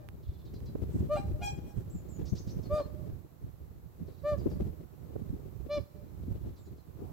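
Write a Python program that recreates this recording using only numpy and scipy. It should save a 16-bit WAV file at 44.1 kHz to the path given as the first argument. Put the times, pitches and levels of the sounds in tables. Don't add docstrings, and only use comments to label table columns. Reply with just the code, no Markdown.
import sys
import numpy as np
from scipy import signal
from scipy.fft import rfft, irfft
from scipy.io import wavfile
from scipy.ndimage import uniform_filter1d, map_coordinates

SR = 44100
rng = np.random.default_rng(int(sys.argv[2]) if len(sys.argv) > 2 else 0)


def log_audio(samples):
    frames = np.atleast_2d(samples).T
    limited = np.clip(frames, -1, 1)
    pcm = np.round(limited * 32767).astype(np.int16)
    wavfile.write(sys.argv[1], SR, pcm)


N = 313992
T = np.arange(N) / SR
TOP_HZ = 15800


def undb(db):
    return 10 ** (np.asarray(db) / 20)


def unit(x):
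    return x / np.sqrt(np.mean(x ** 2))


def pan(db):
    return undb(np.array([[db], [-db]]) / 2)


def colour(x, curve):
    hz, db = np.transpose(curve)
    bins_hz = np.maximum(np.fft.rfftfreq(x.shape[-1], 1 / SR), 1)
    gain = undb(np.interp(np.log(bins_hz), np.log(hz), db))
    return irfft(rfft(x) * gain, x.shape[-1])


def noise(curve):
    return unit(colour(rng.standard_normal((2, N)), curve))


def wander(rate_hz, n):
    hold = max(int(SR / rate_hz), 2)
    steps = np.repeat(rng.standard_normal(n // hold + 2), hold)
    return unit(uniform_filter1d(uniform_filter1d(steps, hold), hold))[:n]


def ramp(u):
    return np.sin(np.pi / 2 * np.clip(u, 0, 1)) ** 2


def add(track, start_s, x):
    start = int(start_s * SR)
    first, last = max(start, 0), min(start + x.shape[-1], N)
    track[..., first:last] += x[..., first - start:last - start]


# time_s, level_db
GUSTS = [(0.0, -51), (.36, -51), (.5, -43.5), (0.86, -42), (0.96, -35.5), (1.3, -40), (1.45, -43),
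         (2.1, -41), (2.35, -37.5), (2.75, -35.5), (2.95, -41.5), (3.14, -41.5), (3.3, -58.5), (3.42, -48),
         (3.93, -53.5), (4.0, -42), (4.22, -48.5), (4.34, -35.5), (4.68, -37), (4.76, -48), (5.05, -45),
         (5.33, -42), (5.71, -44.5), (5.8, -34), (5.85, -50), (5.98, -48), (6.05, -45), (6.35, -41.5),
         (6.58, -44), (6.65, -53), (6.73, -47), (6.89, -54), (6.96, -43), (7.12, -39.5)]

def gusts():
    db = np.interp(T, *np.transpose(GUSTS))
    return db - db.mean()


# freq_hz, gain_db
HISS_EQ = [(290, -41.5), (500, -2.5), (1240, -10), (1540, -15.5), (3320, -23.5), (4060, -21), (4900, -24.5),
           (8130, -23.5), (9530, -35.5), (10400, -23.5), (11700, -18), (14700, -17.5), (15800, -19)]
RUSH_EQ = [(300, 9), (900, 11), (2000, -25), (3500, -39), (8000, -45)]

def air(hiss_db=-64.5, gust_follow=0.27, rush_db=-58, rush_start_s=6.93, rush_rise_s=0.13):
    gust_db = uniform_filter1d(gusts(), SR // 4)
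    rush = noise(RUSH_EQ) * undb(rush_db) * ramp((T - rush_start_s) / rush_rise_s)
    hiss = noise(HISS_EQ) * undb(hiss_db + gust_follow * gust_db)
    return (hiss + rush) * pan(-2)


# start_s, end_s
LEFT_DROPOUTS = [(1.66, 1.8), (2.05, 2.38), (2.6, 3.4), (4.05, 4.52), (4.72, 5.53), (5.52, 6.15),
                 (5.87, 6.0), (6.37, 6.27), (6.77, 7.2)]

def left_dropouts(depth_db=-28, fade_s=0.02):
    return depth_db * sum(ramp((T - start_s) / fade_s) * ramp((end_s - T) / fade_s)
                          for start_s, end_s in LEFT_DROPOUTS)


# freq_hz, gain_db
RUMBLE_EQ = [(15, -36), (30, -17), (45, -6), (68, 1.5), (110, -2), (170, -6), (240, -19), (400, -38),
             (800, -62)]
FLUTTER_EQ = [(100, -9.5), (200, -5.5), (280, -0.5), (370, 1), (480, -7), (650, -15.5), (1000, -28.5),
              (1600, -34), (3000, -38.5), (8000, -49), (10000, -64)]

def wind(rumble_db=-41, flutter_db=-52, dropouts_from_s=1.6):
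    gust_db = gusts()
    shared_db = 2.5 * wander(45, N)
    eddy_db = shared_db + 1.6 * np.array([wander(45, N), wander(45, N)])
    crackle_db = 3.3 * np.array([wander(150, N), wander(150, N)])
    rumble = unit(noise(RUMBLE_EQ) * undb(eddy_db + crackle_db / 2)) * undb(rumble_db + 0.95 * gust_db)
    flutter = unit(noise(FLUTTER_EQ) * undb(eddy_db + crackle_db)) * undb(flutter_db + 0.99 * gust_db)
    later = ramp((T - dropouts_from_s) / 0.072)
    rumble *= undb([-5 * later + left_dropouts(), 0.5 * later])
    flutter[1] *= undb(-3.5 * later)
    return rumble + flutter * pan(3)


# centre_s, peak_db, centre_hz, half_length_s, pan_left_db
BUMPS = [ (0.289, -26.5, 68, 0.039, 0), (0.756, -24.5, 303, 0.0092, -3.5), (.795, -34.5, 263, 0.0072, 10),
         (0.957, -21, 205, 0.036, -2), (1.008, -20, 145, 0.028, -2), (1.027, -27.5, 240, .024, 2),
         (1.199, -28, 226, 0.017, 6), (1.256, -29.5, 131, .03, -6), (1.344, -24, 89.5, .03, 3),
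         (1.778, -29, 114, 0.026, -11), (1.956, -27.5, 143, 0.036, -1.5), (2.23, -29, 141, 0.015, -8.5),
         (2.332, -22, 156, 0.018, 9), (2.478, -27, 145, .014, -1), (2.571, -28, 159, .02, -10),
         (3.132, -35, 89, .035, 3), (3.445, -30.5, 114, 0.013, -5), (4.02, -32, 167, 0.025, -8),
         (4.468, -18, 311.5, .024, 2), (4.564, -30, 172, 0.024, -6), (4.604, -27.5, 420, 0.0087, 3),
         (4.622, -26, 218.3, 0.019, -1), (4.702, -36, 107, 0.0286, -12), (5.108, -39.5, 330, 0.0084, -2),
         (5.162, -24.5, 298, 0.012, -4), (5.221, -30, 201, 0.0097, -8), (5.305, -30, 110, 0.015, 0),
         (5.337, -31.5, 210, .018, 5), (5.788, -35, 200, 0.032, -1), (6.285, -30.5, 234, 0.017, 0),
         (6.473, -33, 263, .012, 3), (7.025, -37, 288, .016, 11), ]

def wind_bumps():
    out = np.zeros((2, N))
    for centre_s, peak_db, hz, half_length_s, pan_db in BUMPS:
        n = int(2 * half_length_s * SR)
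        thump_eq = [(hz / 10, -24), (hz / 3, -8), (hz, 0), (1.3 * hz, -3),
                    (2.2 * hz, -25), (8 * hz, -60), (SR / 2, -90)]
        swings = colour(rng.standard_normal((2, SR // 10)), thump_eq)[:, :n] * np.hanning(n) ** 2
        swings /= np.abs(swings).max(axis=1, keepdims=True)
        add(out, centre_s - half_length_s, undb(peak_db) * pan(pan_db) * swings)
    return out


# start_s, length_s, level_db
RUSTLES = [(0.895, 0.14, -64), (1.74, 0.11, -70)]
# freq_hz, gain_db
RUSTLE_EQ = [(1500, 4.5), (3000, -6), (5000, -6.5), (8400, 1.5), (9600, -15), (14000, -12)]
# start_s, peak_db
TICKS = [(0.0877, -29.5), (0.604, -46)]

def handling(tick_decay_s=0.0002):
    envelope = sum(undb(db) * ramp((T - start_s) / 0.036) * ramp((start_s + length_s - T) / 0.045)
                   for start_s, length_s, db in RUSTLES)
    out = noise(RUSTLE_EQ) * undb(2 * wander(180, N)) * envelope
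    t = T[:SR // 200]
    for start_s, peak_db in TICKS:
        snap = rng.standard_normal(len(t)) * np.exp(-t / tick_decay_s)
        tick = colour(np.roll(snap, 20), [(2500, 3.5), (9000, -8)])
        add(out[1], start_s, undb(peak_db) * tick / np.abs(tick).max())
    return out


# freq_hz, gain_db
SCATTER_EQ = [(300, -12), (600, -15), (820, -8), (1200, -12), (1800, -6), (2500, -10), (3200, -9),
              (4200, -5), (6500, -5), (10000, -9), (15000, -15)]
ECHO_EQ = [(600, -4.5), (1200, -8), (2500, -11), (4000, -9), (8000, -2)]

def field_reverb(x, stubble_db, trees_db, echo_db, stubble_t60_s=0.24, trees_t60_s=1.2, echo_s=0.228):
    t = T[:SR]
    stubble = unit(undb(-60 * t / stubble_t60_s) * ramp(t / 0.0062))
    trees = unit(undb(-60 * t / trees_t60_s) * ramp(t / 0.14))
    decay = undb(stubble_db) * stubble + undb(trees_db) * trees
    scatter = colour(rng.standard_normal((2, SR)), SCATTER_EQ) * decay / np.sqrt(SR)
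    wet = signal.fftconvolve(x[None], scatter)[:, :N]
    trunks = rng.standard_normal((2, SR)) * stubble / np.sqrt(SR)
    smeared = signal.fftconvolve(x[None], trunks)[:, :N]
    add(wet, echo_s, undb(echo_db) * colour(undb(-6) * x + smeared, ECHO_EQ))
    waver_samples = 1.7e-5 * SR
    return np.array([map_coordinates(side, [np.arange(N) + waver_samples * wander(330, N)])
                     for side in wet])


# start_s, last_note_db, pitch_ratio
PHRASES = [(0.224, -65.5, 1.04), (4.065, -68, 1.18), (6.341, -75.5, 1.02)]

def twitter(notes=7, first_gap_s=0.051, last_gap_s=0.12):
    gaps_s = first_gap_s + (last_gap_s - first_gap_s) * np.linspace(0, 1, notes - 1) ** 3
    offsets_s = np.append(0, np.cumsum(gaps_s))
    effort = ramp((np.linspace(0, 1, notes) - 0.42) / 0.42)
    lengths_s = np.interp(effort, [0, 1], [0.043, 0.038])
    bends = np.interp(effort ** 2, [0, 1], [0.79, 0.93])
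    swells_db = -8 * (1 - effort)
    return [(start_s + offset_s, length_s, pitch_ratio * bend, last_note_db + swell_db, "chup")
            for start_s, last_note_db, pitch_ratio in PHRASES
            for offset_s, length_s, bend, swell_db in zip(offsets_s, lengths_s, bends, swells_db)]


NOTE_SHAPES = { "chup": [(0, 542, 5940, 1590, -9), (.25, 660.5, 5100, 1290, 0), (.42, 714, 4480, 550, -2.5),
               (.68, 731, 4570, 420, -1), (1, 673, 4050, 347, -2)], "whit": [(0, 689, 6100, 1800, -5.5),
               (.45, 1011, 4630, 1300, -4), (.72, 1430, 5600, 800, -2), (.84, 1594, 6300, 400, -0.5),
               (1, 1690, 6300, 300, -8)], "seep": [(0, 5160, 7000, 3000, -12),
               (.12, 8320, 7000, 3000, -9.5), (.7, 7450, 7000, 3000, -8.5), (1, 7220, 7000, 3000, -28)], }
# start_s, length_s, pitch_ratio, level_db, note
CHIRPS = [ (1.892, 0.13, 0.94, -58, "seep"), (2.08, 0.12, 0.91, -58, "seep"),
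          (2.251, 0.053, 0.99, -58, "whit"), (2.35, 0.049, 0.96, -54.5, "whit"),
          (2.47, 0.048, 0.94, -58, "whit"), (2.625, 0.046, 1, -65, "chup"),
          (6.558, 0.034, 0.94, -71, "chup"), (6.57, 0.13, 0.92, -69, "seep"), ]

def small_birds(quaver=0.022):
    out = np.zeros(N)
    harmonics = np.arange(1, 17)[:, None]
    for start_s, length_s, pitch_ratio, level_db, note in CHIRPS + twitter():
        u = np.linspace(0, 1, int(length_s * SR))
        positions, *contours = np.transpose(NOTE_SHAPES[note])
        pitch_hz, throat_hz, width_hz, swell_db = (np.interp(u, positions, c) for c in contours)
        pitch_hz = pitch_hz * pitch_ratio * (1 + quaver * wander(500, len(u)))
        partials_hz = harmonics * pitch_hz
        resonance = 1 / (1 + ((partials_hz - throat_hz * pitch_ratio) / width_hz) ** 2)
        gains = resonance * ramp((10000 - partials_hz) / 2000)
        tone = (gains * np.sin(2 * np.pi * harmonics * np.cumsum(pitch_hz) / SR)).sum(0)
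        tone /= np.sqrt((gains ** 2).sum(0) / 2 + 1e-12)
        add(out, start_s, tone * undb(level_db + swell_db) * ramp(u * 10) * ramp((1 - u) * 20))
    return out


def overtones(phase, pitch_hz, levels_db, pressure, uneven_db, bloom=0.23, rolloff_db=-2):
    tone = 0
    for k in range(int(TOP_HZ / pitch_hz)):
        past_last = max(k + 1 - len(levels_db), 0)
        level_db = levels_db[min(k, len(levels_db) - 1)] + rolloff_db * np.sqrt(past_last)
        waver_db = uneven_db * (min(k, 2) / 2) ** 2 * np.minimum(wander(45, len(phase)), 0.5)
        gain = undb(level_db + waver_db) * pressure ** (bloom * min(k, 10))
        tone = tone + gain * np.sin((k + 1) * phase + rng.uniform(0, 2 * np.pi))
    return unit(tone)


ROUND = [3.5, -9, -31, -28.5, -32.5, -37, -31.5, -42.5, -53, -39, -48, -43.5]
CRACKED = [3, -19, -12, -27, -20.5, -27, -29, -39, -37, -22, -36, -43]
SHRILL = [6.5, -12, 2, -4.5, -14.5, -12, -10.5, -17, -12, -14, -18, -31, -25, -23, -17, -30, -17, -21]
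REEDY = [3.5, -9.5, -28, -30.5, -38, -32.5, -40, -32, -44, -42, -42, -41, -41.5]
SOFT = [7.5, -6.5, -17.5, -23, -30, -30.5, -29.5, -32.5, -38, -37, -44, -35, -41]
BRASSY = [1, -16, -28, -20, -25.5, -22, -20.5, -27, -27, -34, -36, -45]
LOW_REGISTER = [1.5, -9.5, -17.5, -14, -19.5, -19, -25.5]
VOICINGS = {"round": ROUND, "cracked": CRACKED, "shrill": SHRILL, "reedy": REEDY, "soft": SOFT, "brassy":
            BRASSY}
GRIT = {"round": (0, .06, 2, -15), "cracked": (.7, .08, 2, -19), "shrill": (.5, .04, 2, -19),
        "reedy": (0, .12, 4, -11), "soft": (0, .07, 3, -18), "brassy": (0, .07, 2.5, -16)}

def honk(length_s, pitch_hz, sag, fade_s, voicing, break_s=0.011, break_rise_s=0.014, low_decay_s=0.011):
    crack, hoarseness, uneven_db, rasp_db = GRIT[voicing]
    n = int(length_s * SR)
    t = T[:n]
    u = t / length_s
    roughness = 0.04 + crack ** 2 / 2 * np.exp(-(t / 0.046) ** 2) + hoarseness * ramp(2 * u - 0.5)
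    from_middle = 2 * u - 1
    arch = 1 - sag * (1 + 0.287 * from_middle) * np.abs(from_middle) ** 2.45
    jitter = 0.03 * roughness * wander(420, n)
    phase = 2 * np.pi * np.cumsum(pitch_hz * (arch + jitter)) / SR
    pressure = np.sin(np.pi * u).clip(0, 1)
    tone = overtones(phase, pitch_hz, VOICINGS[voicing], pressure, uneven_db)
    if crack:
        low = crack * overtones(0.88 * phase, pitch_hz, LOW_REGISTER, pressure=0.93, uneven_db=uneven_db)
        low_fade = np.exp(-np.maximum(t - break_s - break_rise_s / 2, 0) / low_decay_s)
        tone = tone * ramp((t - break_s) / break_rise_s) + low * low_fade
    tone *= 1 + roughness * wander(281.3, n)
    grit = undb(rasp_db) * roughness * rasp(phase)
    attack_s = 0.021 if crack else 0.038
    return (tone + grit) * ramp(t / attack_s) * ramp((length_s - t) / fade_s)


# freq_hz, gain_db
RASP_EQ = [(300, -14), (800, 15), (1400, -10), (2500, -11.5), (4500, -2.5), (6000, -16.5), (14000, -33.5)]

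def rasp(phase):
    return unit(colour(rng.standard_normal(len(phase)), RASP_EQ)) * (1 + np.cos(phase))


# start_s, length_s, top_pitch_hz, sag_ratio, level_db, fade_out_s, reverb_send_db, voicing
HONKS = [ (-.05, 0.11, 600, 0.021, -59, .02, 18, "soft"), (.02, 0.052, 795, 0.021, -60, .038, 12, "round"),
         (1.086, .11, 604.3, 0.12, -26.5, 0.058, 6.5, "round"),
         (1.149, .068, 803.5, 0.064, -36.5, 0.046, 7.5, "cracked"),
         (1.404, 0.1, 817.8, 0.026, -39, 0.033, 11.5, "shrill"),
         (2.691, .14, 606.4, .12, -28.5, 0.031, 5.5, "reedy"),
         (4.229, 0.14, 598.7, .11, -29.5, 0.041, 2, "soft"),
         (5.683, .12, 593.2, 0.078, -32, 0.024, 1.5, "brassy"), ]
# start_s, length_s, pitch_hz, level_db
AFTER_RINGS = [(2.78, 0.1, 4200, -61.5)]

def swans(left_lag_s=0.00002):
    direct, send = np.zeros(N), np.zeros(N)
    for start_s, length_s, pitch_hz, sag, level_db, fade_s, send_db, voicing in HONKS:
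        call = undb(level_db) * honk(length_s, pitch_hz, sag, fade_s, voicing)
        add(direct, start_s, call)
        add(send, start_s, call * undb(send_db))
    for start_s, length_s, pitch_hz, level_db in AFTER_RINGS:
        t = T[:int(length_s * SR)]
        ring = np.sin(2 * np.pi * pitch_hz * t + wander(200, len(t)) / 2)
        add(direct, start_s, undb(level_db) * np.sin(np.pi * t / length_s) * ring)
    left = map_coordinates(direct, [np.arange(N) - left_lag_s * SR])
    return np.array([left, direct]), send


def scene():
    direct, send = swans()
    birds = small_birds()
    honks = direct * pan(0.054) + field_reverb(send, stubble_db=-3, trees_db=-25.5, echo_db=-25.5)
    chirps = birds * pan(-0.81) + field_reverb(birds, stubble_db=4, trees_db=-13, echo_db=-39)
    return honks + chirps + wind() + wind_bumps() + handling() + air()


def record(dry):
    return signal.sosfilt(signal.ellip(10, 0.2, 70, TOP_HZ, fs=SR, output="sos"), dry)


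dry = scene()
out = record(dry)
log_audio(out)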